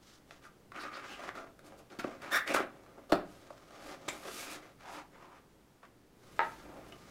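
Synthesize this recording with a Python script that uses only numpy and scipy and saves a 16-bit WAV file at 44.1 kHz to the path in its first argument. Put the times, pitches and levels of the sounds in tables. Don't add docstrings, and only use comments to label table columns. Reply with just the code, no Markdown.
import sys
import numpy as np
from scipy import signal
from scipy.fft import irfft
from scipy.io import wavfile
from scipy.ndimage import uniform_filter1d

SR = 44100
rng = np.random.default_rng(int(sys.argv[2]) if len(sys.argv) > 2 else 0)


def to_wav(s):
    ch = np.atleast_2d(s).T
    pcm = np.round(np.clip(ch, -1, 1) * 32767)
    wavfile.write(sys.argv[1], SR, pcm.astype(np.int16))


N = 313110
TIME = np.arange(N) / SR


def amp(db):
    return 10 ** (np.asarray(db) / 20)


def unit(x):
    return x / np.sqrt(np.mean(x ** 2) + 1e-20)


def burst(x, db):
    return amp(db) * x / np.sqrt(np.sum(x ** 2) / (SR / 100) + 1e-20)


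def wobble(count, size):
    return unit(uniform_filter1d(rng.standard_normal(count), size))


def look_up(points, hz):
    row_hz, value = np.transpose(points)
    return np.interp(np.log(hz + 1), np.log(row_hz + 1), value)


def add(mix, start, sound):
    part = mix[round(start * SR):][:len(sound)]
    part += sound[:len(part)]


def through(x, response):
    return signal.fftconvolve(x, response)[:len(x)]


def colour(x, tone, size=4096):
    log_gain = np.log(amp(look_up(tone, abs(np.fft.fftfreq(size, 1 / SR)))))
    spectrum = np.exp(np.conj(signal.hilbert(log_gain)))
    return through(x, np.fft.ifft(spectrum).real[:size // 2])


def ring(notes, size=4096):
    t = np.arange(size) / SR
    return sum(amp(db) * 2 * np.pi * width / SR * np.exp(-np.pi * width * t) * np.cos(2 * np.pi * hz * t)
               for hz, width, db in notes)


def background():
    # frequency in Hz, gain in dB.
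    tone = [(20, 0), (36, -17.5), (52, 7.5), (68, -11.5), (110, 0.5), (200, -1.5), (380, -2.5), (650, -10),
            (1000, -13), (2500, -21), (6000, -25.5), (16000, -31.5)]
    # time in seconds, gain in dB.
    swell = [(0, 0.5), (4.5, 2), (6.1, -1), (6.4, 6.5), (7.09, 5)]
    swell_db = np.interp(TIME, *np.transpose(swell))
    return amp(swell_db - 63) * unit(colour(rng.standard_normal(N), tone))


def fibres(per_second, spread_db):
    strength = amp(spread_db * np.minimum(rng.exponential(1, N), 4.5))
    return unit(strength * rng.standard_normal(N) * (rng.random(N) < per_second / SR))


def hollow_box(x):
    # pitch in Hz, width in Hz, dB over the bare touch.
    notes = [(219, 45, 4.5), (289, 29, 17), (360, 98, 13.5), (560, 87, 15), (666, 157, 12), (789, 18.8, 4),
             (1181, 186, 16.5), (1350, 56, 10), (1490, 230, 5.5), (1890, 190, 1), (2276, 350, 6.5),
             (2650, 125, 4), (2670, 32, -18), (3440, 140, -1.5), (4460, 250, -6), (4980, 220, -10.5),
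             (6510, 180, -6), (7570, 150, -12.5), (9520, 380, -8), (11400, 400, -16)]
    return x + through(x, ring(notes))


def stroke_gains(attack_s=0.032, release_s=0.047):
    # start and length in seconds, relative level in dB,
    # extra dB for boom, extra dB for scratch, swell from start to end in dB.
    strokes = [(0, .2, -62.5, -17, 3.5, 4), (0.265, 0.14, -60.5, 1, -2, -2),
               (0.411, 0.086, -50, -7.5, -8.5, 6), (0.73, 0.19, -40.5, -6.5, -16, -1),
               (0.901, 0.18, -41.5, -8, -14, 1), (1.038, 0.16, -45.5, -3, -6, 2),
               (1.17, 0.15, -42.5, -1.5, -10.5, 3), (1.332, 0.11, -47, 3.5, -8, 2),
               (1.409, 0.13, -61.5, 8.5, -11, -12), (1.605, 0.17, -58, 6, -10, 13),
               (1.763, 0.092, -59.5, 7.5, -7, -3), (1.895, .1, -52.5, 3.5, -7, -2),
               (2.02, 0.2, -49.5, 2.5, -10, -14), (2.193, 0.18, -42.5, -3, -14, 3),
               (2.3, 0.12, -33.5, -8.5, -7, -2), (2.453, .11, -37.5, 4.5, -6, 15),
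               (2.536, .11, -32.5, -3.5, -17, -7), (2.63, 0.46, -62.5, 6.5, -11, -1),
               (2.95, .08, -58.5, 13.5, -19, 3), (3.24, 0.68, -61.5, 2, -3.5, 0),
               (3.684, 0.29, -50, 1.5, -6.5, 13.5), (3.935, 0.27, -55, 4, -4, 18.5),
               (4.198, .14, -46.5, 1.5, -6.5, 4), (4.329, 0.27, -45.5, -2.5, -5, 6.5),
               (4.565, 0.18, -55.5, 0, -9, -1), (4.78, 0.26, -47.5, -5, -9, 9),
               (5.107, 0.32, -57, -2, -12.5, -1.5), (5.817, 0.074, -54, -9, -12, -4),
               (6.207, 0.45, -58.5, -6.5, -4.5, 6.5), (6.625, 0.36, -56, 4, -12, -8),
               (6.91, 0.27, -59, -3, -2, 7)]
    power = np.zeros((3, N))
    for start, length, db, boom_db, scratch_db, swell_db in strokes:
        t = np.arange(0, length, 1 / SR)
        hold = np.minimum(t / attack_s, 1) * np.minimum((length - t) / release_s, 1)
        pressure = hold * amp(db + swell_db * (t / length - .5))
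        for band, extra_db in zip(power, (boom_db, 0, scratch_db)):
            add(band, start, (pressure * amp(extra_db)) ** 2)
    return np.sqrt(power)


def rubbing(judder_db=2.04):
    # frequency in Hz, gain in dB.
    boom_tone = [(40, -21.5), (130, -6.5), (300, 2.5), (750, 3), (1000, -4.5), (2000, -49)]
    scrape_tone = [(400, -60), (800, -1.5), (1100, 3), (2000, 5.5), (3200, -7), (4300, -20), (8000, -53)]
    scratch_tone = [(1800, -51.5), (3000, -3.5), (3900, -1), (6000, 0), (8000, -6), (12000, -15),
                    (16000, -17)]
    boom, scrape, scratch = stroke_gains()
    grip = unit(uniform_filter1d(wobble(N, size=500), size=300))
    slips = hollow_box(fibres(per_second=7000, spread_db=0) * amp(judder_db * grip))
    return (boom * amp(-6.5) * unit(colour(slips, boom_tone))
            + scrape * amp(-7.5) * unit(colour(slips, scrape_tone))
            + scratch * amp(-7) * unit(colour(slips, scratch_tone)))


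def bending_waves(x, lag_s=0.002, knee_hz=1200, size=1024):
    hz = np.fft.rfftfreq(size, 1 / SR)
    delay = lag_s / np.sqrt(1 + hz / knee_hz)
    return through(x, irfft(np.exp(-2j * np.pi * np.cumsum(delay) * SR / size)))


def knocks(size=6000, lead_s=0.001008):
    # time in seconds, relative level in dB,
    # pitch in Hz, extra dB for crackle, crunch fade time in seconds.
    taps = [(.309, -45, 1850, -20, 0.0014), (.719, -43.5, 1250, -15, 0.0025),
            (1.2906, -33.5, 1200, -37, 0.0016), (1.352, -42.5, 1160, -10, 0.0049),
            (1.592, -51.5, 880, -5.5, 0.0014), (1.901, -58, 3000, -9, 0.0036),
            (1.922, -55.5, 500, -10, .0027), (1.988, -36, 294, -10.5, 0.0028),
            (1.992, -34, 1560, -7, 0.0086), (2.043, -36, 1180, -36, 0.0008),
            (2.046, -26.5, 307, -40, 0.00073), (2.218, -51, 1200, 2, 0.004),
            (2.345, -29, 1490, -28, 0.0024), (2.477, -36, 2500, -8, .0018),
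            (2.505, -31.5, 404, -28, 0.00052), (2.541, -25.5, 2160, -12.5, 0.0062),
            (2.5461, -21.5, 706, -16, 0.0023), (2.559, -24, 1400, -15, 0.0083),
            (2.604, -26, 305, -23, 0.00084), (2.796, -54.5, 750, -27, .0008),
            (2.836, -55.5, 700, -12, 0.00057), (2.863, -52, 745, -15, .001), (2.982, -47, 640, -22, 0.0018),
            (3.094, -38, 604, -10, 0.013), (3.1207, -23, 770, -10, 0.0024),
            (3.1292, -30.5, 1210, -8, 0.0026), (3.153, -27, 500, -20, .004),
            (3.504, -39.5, 570, -19, 0.0034), (3.707, -53, 800, -5, 0.0018), (4.08, -33.5, 700, -10, 0.004),
            (4.085, -35.5, 2140, 1, 0.0037), (5.83, -47.5, 1080, -22, .005),
            (6.923, -53, 2970, -20, 0.0016)]
    # frequency in Hz, gain in dB.
    crackle_tone = [(200, 7.5), (1500, 3), (4000, 13.5), (8000, 5.5), (16000, -2)]
    out, t = np.zeros(N), TIME[:size]
    for start, db, hz, crackle_db, fade in taps:
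        crunch = rng.standard_normal(size) * np.exp(-t / fade) * (1 - np.exp(-2 * t / fade))
        crunch /= np.linalg.norm(crunch)
        push = signal.unit_impulse(size) + fade / 0.0017 * crunch
        thud = signal.lfilter(*signal.iirpeak(hz, Q=1, fs=SR), push)
        thud = signal.lfilter(*signal.butter(1, min(3 * hz, SR / 3), fs=SR), thud)
        crackle = burst(hollow_box(colour(crunch, crackle_tone)), db + crackle_db - 4)
        add(out, start - lead_s, burst(hollow_box(thud), db - 5.5) + crackle)
    return bending_waves(out)


def sliding(judder_db=1.3, speed_power=1.56):
    # start and length in seconds, share of the length at top speed, dB there.
    slides = [(0.418, 0.074, .5, -64), (.76, 0.096, 0.65, -57), (1.627, 0.085, 0.49, -60),
              (1.766, .06, 0.38, -62), (2.21, 0.12, .15, -64), (2.458, 0.11, 0.16, -48.5),
              (2.536, 0.059, 0.08, -37), (3.22, 0.29, 0.36, -66.5), (3.74, .26, 0.52, -59),
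              (4.08, 0.21, 0.12, -54.5), (4.152, 0.4, 0.64, -45.5), (4.469, 0.11, 0.57, -49),
              (4.864, 0.15, .5, -57.5), (6.093, 0.62, 0.61, -63.5), (6.82, 0.12, 0.57, -65)]
    # frequency in Hz, gain in dB.
    tone = [(1500, -6), (3500, 2.5), (6500, 3.5), (10000, 2), (13000, -1.5), (16000, -10)]
    level = np.zeros(N)
    for start, length, fastest, db in slides:
        speed = np.interp(np.arange(0, length, 1 / SR) / length, [0, fastest, 1], [0, 1, 0])
        add(level, start, amp(db) * speed ** speed_power)
    grain = wobble(N, size=260)
    slips = fibres(per_second=13000, spread_db=-0.2) * amp(judder_db * grain)
    return level * unit(colour(hollow_box(slips), tone))


def fuzzy_tones():
    # start and end in seconds, first and last pitch in Hz, width in Hz, level in dB.
    tones = [(.441, 0.489, 1520, 1170, 220, -56.5), (0.762, 1.06, 1240, 1270, 129, -54.5),
             (0.783, .86, 4400, 4680, 1600, -55.5), (0.926, 0.983, 4200, 4370, 1600, -54.5),
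             (1.059, 1.182, 2580, 2980, 500, -55.5), (1.352, 1.44, 1300, 1250, 250, -51),
             (2.32, 2.4, 1390, 1500, 447, -34.5), (2.315, 2.42, 2130, 1870, 500, -38.5),
             (2.32, 2.388, 3560, 3700, 252, -46), (2.323, 2.385, 5450, 5600, 350, -46),
             (2.365, 2.466, 1820, 1800, 219, -41.5), (2.46, 2.539, 1940, 2600, 647, -40),
             (4.079, 4.122, 2240, 2240, 200, -43.5), (4.08, 4.104, 7660, 7540, 900, -43.5),
             (4.326, 4.567, 2300, 2480, 296, -57.5), (4.803, 5.063, 770, 880, 264, -52.5),
             (5.119, 5.404, 830, 1160, 356, -62.5), (6.63, 6.874, 520, 650, 450, -56.5),
             (6.92, 6.936, 2930, 2900, 160, -56)]
    out = np.zeros(N)
    for start, end, from_hz, to_hz, width, db in tones:
        count = int((end - start) * SR)
        glide = np.exp(2j * np.pi * np.cumsum(np.linspace(from_hz, to_hz, count)) / SR)
        flutter = signal.lfilter(*signal.butter(2, width / 2, fs=SR), rng.standard_normal(count) / glide)
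        add(out, start, amp(db) * unit((glide * flutter).real) * signal.windows.tukey(count, .6))
    return out


def flap_squeak(flutter_db=3.3):
    # time in seconds, slips per second, level in dB,
    # wavering as a share of the slip rate.
    path = [(2.312, 1560, -47, 0.054), (2.318, 1710, -35, 0.04), (2.33, 1830, -28, 0.023),
            (2.338, 1860, -33, 0.015), (2.348, 1620, -32.5, 0.12), (2.361, 1830, -27, .035),
            (2.373, 1810, -28.5, 0.077), (2.382, 1260, -40, 0.074), (2.405, 2050, -56, .06)]
    # frequency in Hz, gain in dB.
    tone = [(150, -14), (600, 5.5), (950, -6), (1500, 2.5), (2000, -4.5), (2800, -14), (3600, -6),
            (6000, -14), (15000, -13)]
    times, hz, db, waver = np.transpose(path)
    t = np.arange(times[0], times[-1], 1 / SR)
    rate = np.interp(t, times, hz) * (1 + np.interp(t, times, waver) * wobble(len(t), size=25))
    cycles = np.cumsum(rate) / SR
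    slips = sum(np.cos(2 * np.pi * harmonic * cycles) for harmonic in range(1, 10))
    slips *= amp(flutter_db * wobble(len(t), size=24))
    out = np.zeros(N)
    add(out, times[0], amp(np.interp(t, times, db)) * unit(colour(hollow_box(slips), tone)))
    return out


def whumps(size=12000):
    # start in seconds, level in dB, fade time in seconds.
    pushes = [(2.545, -55, 0.028), (3.125, -37, 0.0027), (3.135, -43, 0.075)]
    # frequency in Hz, gain in dB.
    tone = [(20, 8), (45, 0), (85, 3), (125, -12), (180, 15), (250, -13), (330, -13), (500, -41),
            (1000, -78)]
    out = np.zeros(N)
    for start, db, fade in pushes:
        gust = 0.12 * rng.standard_normal(size) * np.exp(-TIME[:size] / fade)
        add(out, start, burst(colour(signal.unit_impulse(size) + gust, tone), db))
    return out


def lid_pop(low_hz=200):
    # start in seconds, level in dB.
    corners = [(3.1219, -19.5), (3.1282, -21)]
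    # pitch in Hz, width in Hz, relative level in dB.
    notes = [(295, 52, -2.5), (387, 55, 10), (577, 39, 13.5), (690, 39, 14), (1133, 99, -2), (1270, 75, 5),
             (1416, 50, 0), (1695, 64, -20), (2410, 120, -19), (4260, 550, -12)]
    # frequency in Hz, gain in dB.
    push_tone = [(300, 9.5), (1500, -5), (4500, -3), (8000, -35), (16000, -43.5)]
    out = np.zeros(N)
    thud = signal.lfilter(*signal.butter(2, low_hz, "highpass", fs=SR), colour(ring(notes), push_tone))
    for start, db in corners:
        add(out, start, burst(thud, db))
    return bending_waves(out, lag_s=0.003044, knee_hz=924)


def crease_snap(band_hz=(450, 2200)):
    # start in seconds, level in dB.
    buckles = [(6.393, -25.5), (6.404, -31.5)]
    # pitch in Hz, width in Hz, relative level in dB.
    notes = [(360, 130, 3.5), (624, 180, 1), (880, 98, 8), (920, 78, 5), (1285, 116, 10), (1620, 120, 6.5),
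             (1933, 46, 5), (2875, 260, -28), (3560, 440, -8)]
    out = np.zeros(N)
    flick = signal.lfilter(*signal.butter(2, band_hz, "bandpass", fs=SR), ring(notes))
    for start, db in buckles:
        add(out, start, burst(flick, db))
    return out


def room(x, wet_db, size=22000):
    # delay in seconds, level in dB.
    echoes = [(.0023, -21), (.0054, -18), (.0087, -19.5), (0.0131, -12.5)]
    # frequency in Hz, seconds to fade by 60 dB.
    fade_times = [(100, 0.64), (300, 0.29), (700, 0.35), (1500, 0.32), (3000, 0.29), (6000, 0.19),
                  (15000, 0.24)]
    near = signal.unit_impulse(size)
    for delay, db in echoes:
        add(near, delay, amp(db) * np.array([.2, .6, .2]))
    bounces = rng.choice([-1., 1.], size) * (rng.random(size) < 3000 / SR)
    hz, t, spectrum = signal.stft(bounces, SR, nperseg=256)
    fade = amp(-60 * t / look_up(fade_times, hz)[:, None])
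    tail = signal.istft(spectrum * fade, SR, nperseg=256)[1][:size]
    tail *= np.clip(TIME[:size] / 0.0055, 0, 1) ** 2
    return through(x, near + amp(wet_db) * tail / np.linalg.norm(tail))


def scene():
    handling = room(rubbing() + sliding() + fuzzy_tones(), wet_db=-8)
    hits = room(knocks(), wet_db=-7) + room(lid_pop(), wet_db=-8.5) + room(crease_snap(), wet_db=-3)
    return (handling + hits + whumps() + room(flap_squeak(), wet_db=-10) + background())[None]


def record(dry, cutoff_hz=15850):
    lowpass = signal.firwin(511, cutoff_hz, window=("kaiser", 9), fs=SR)
    return signal.oaconvolve(dry, lowpass[None], "same")


dry = scene()
out = record(dry)
to_wav(out)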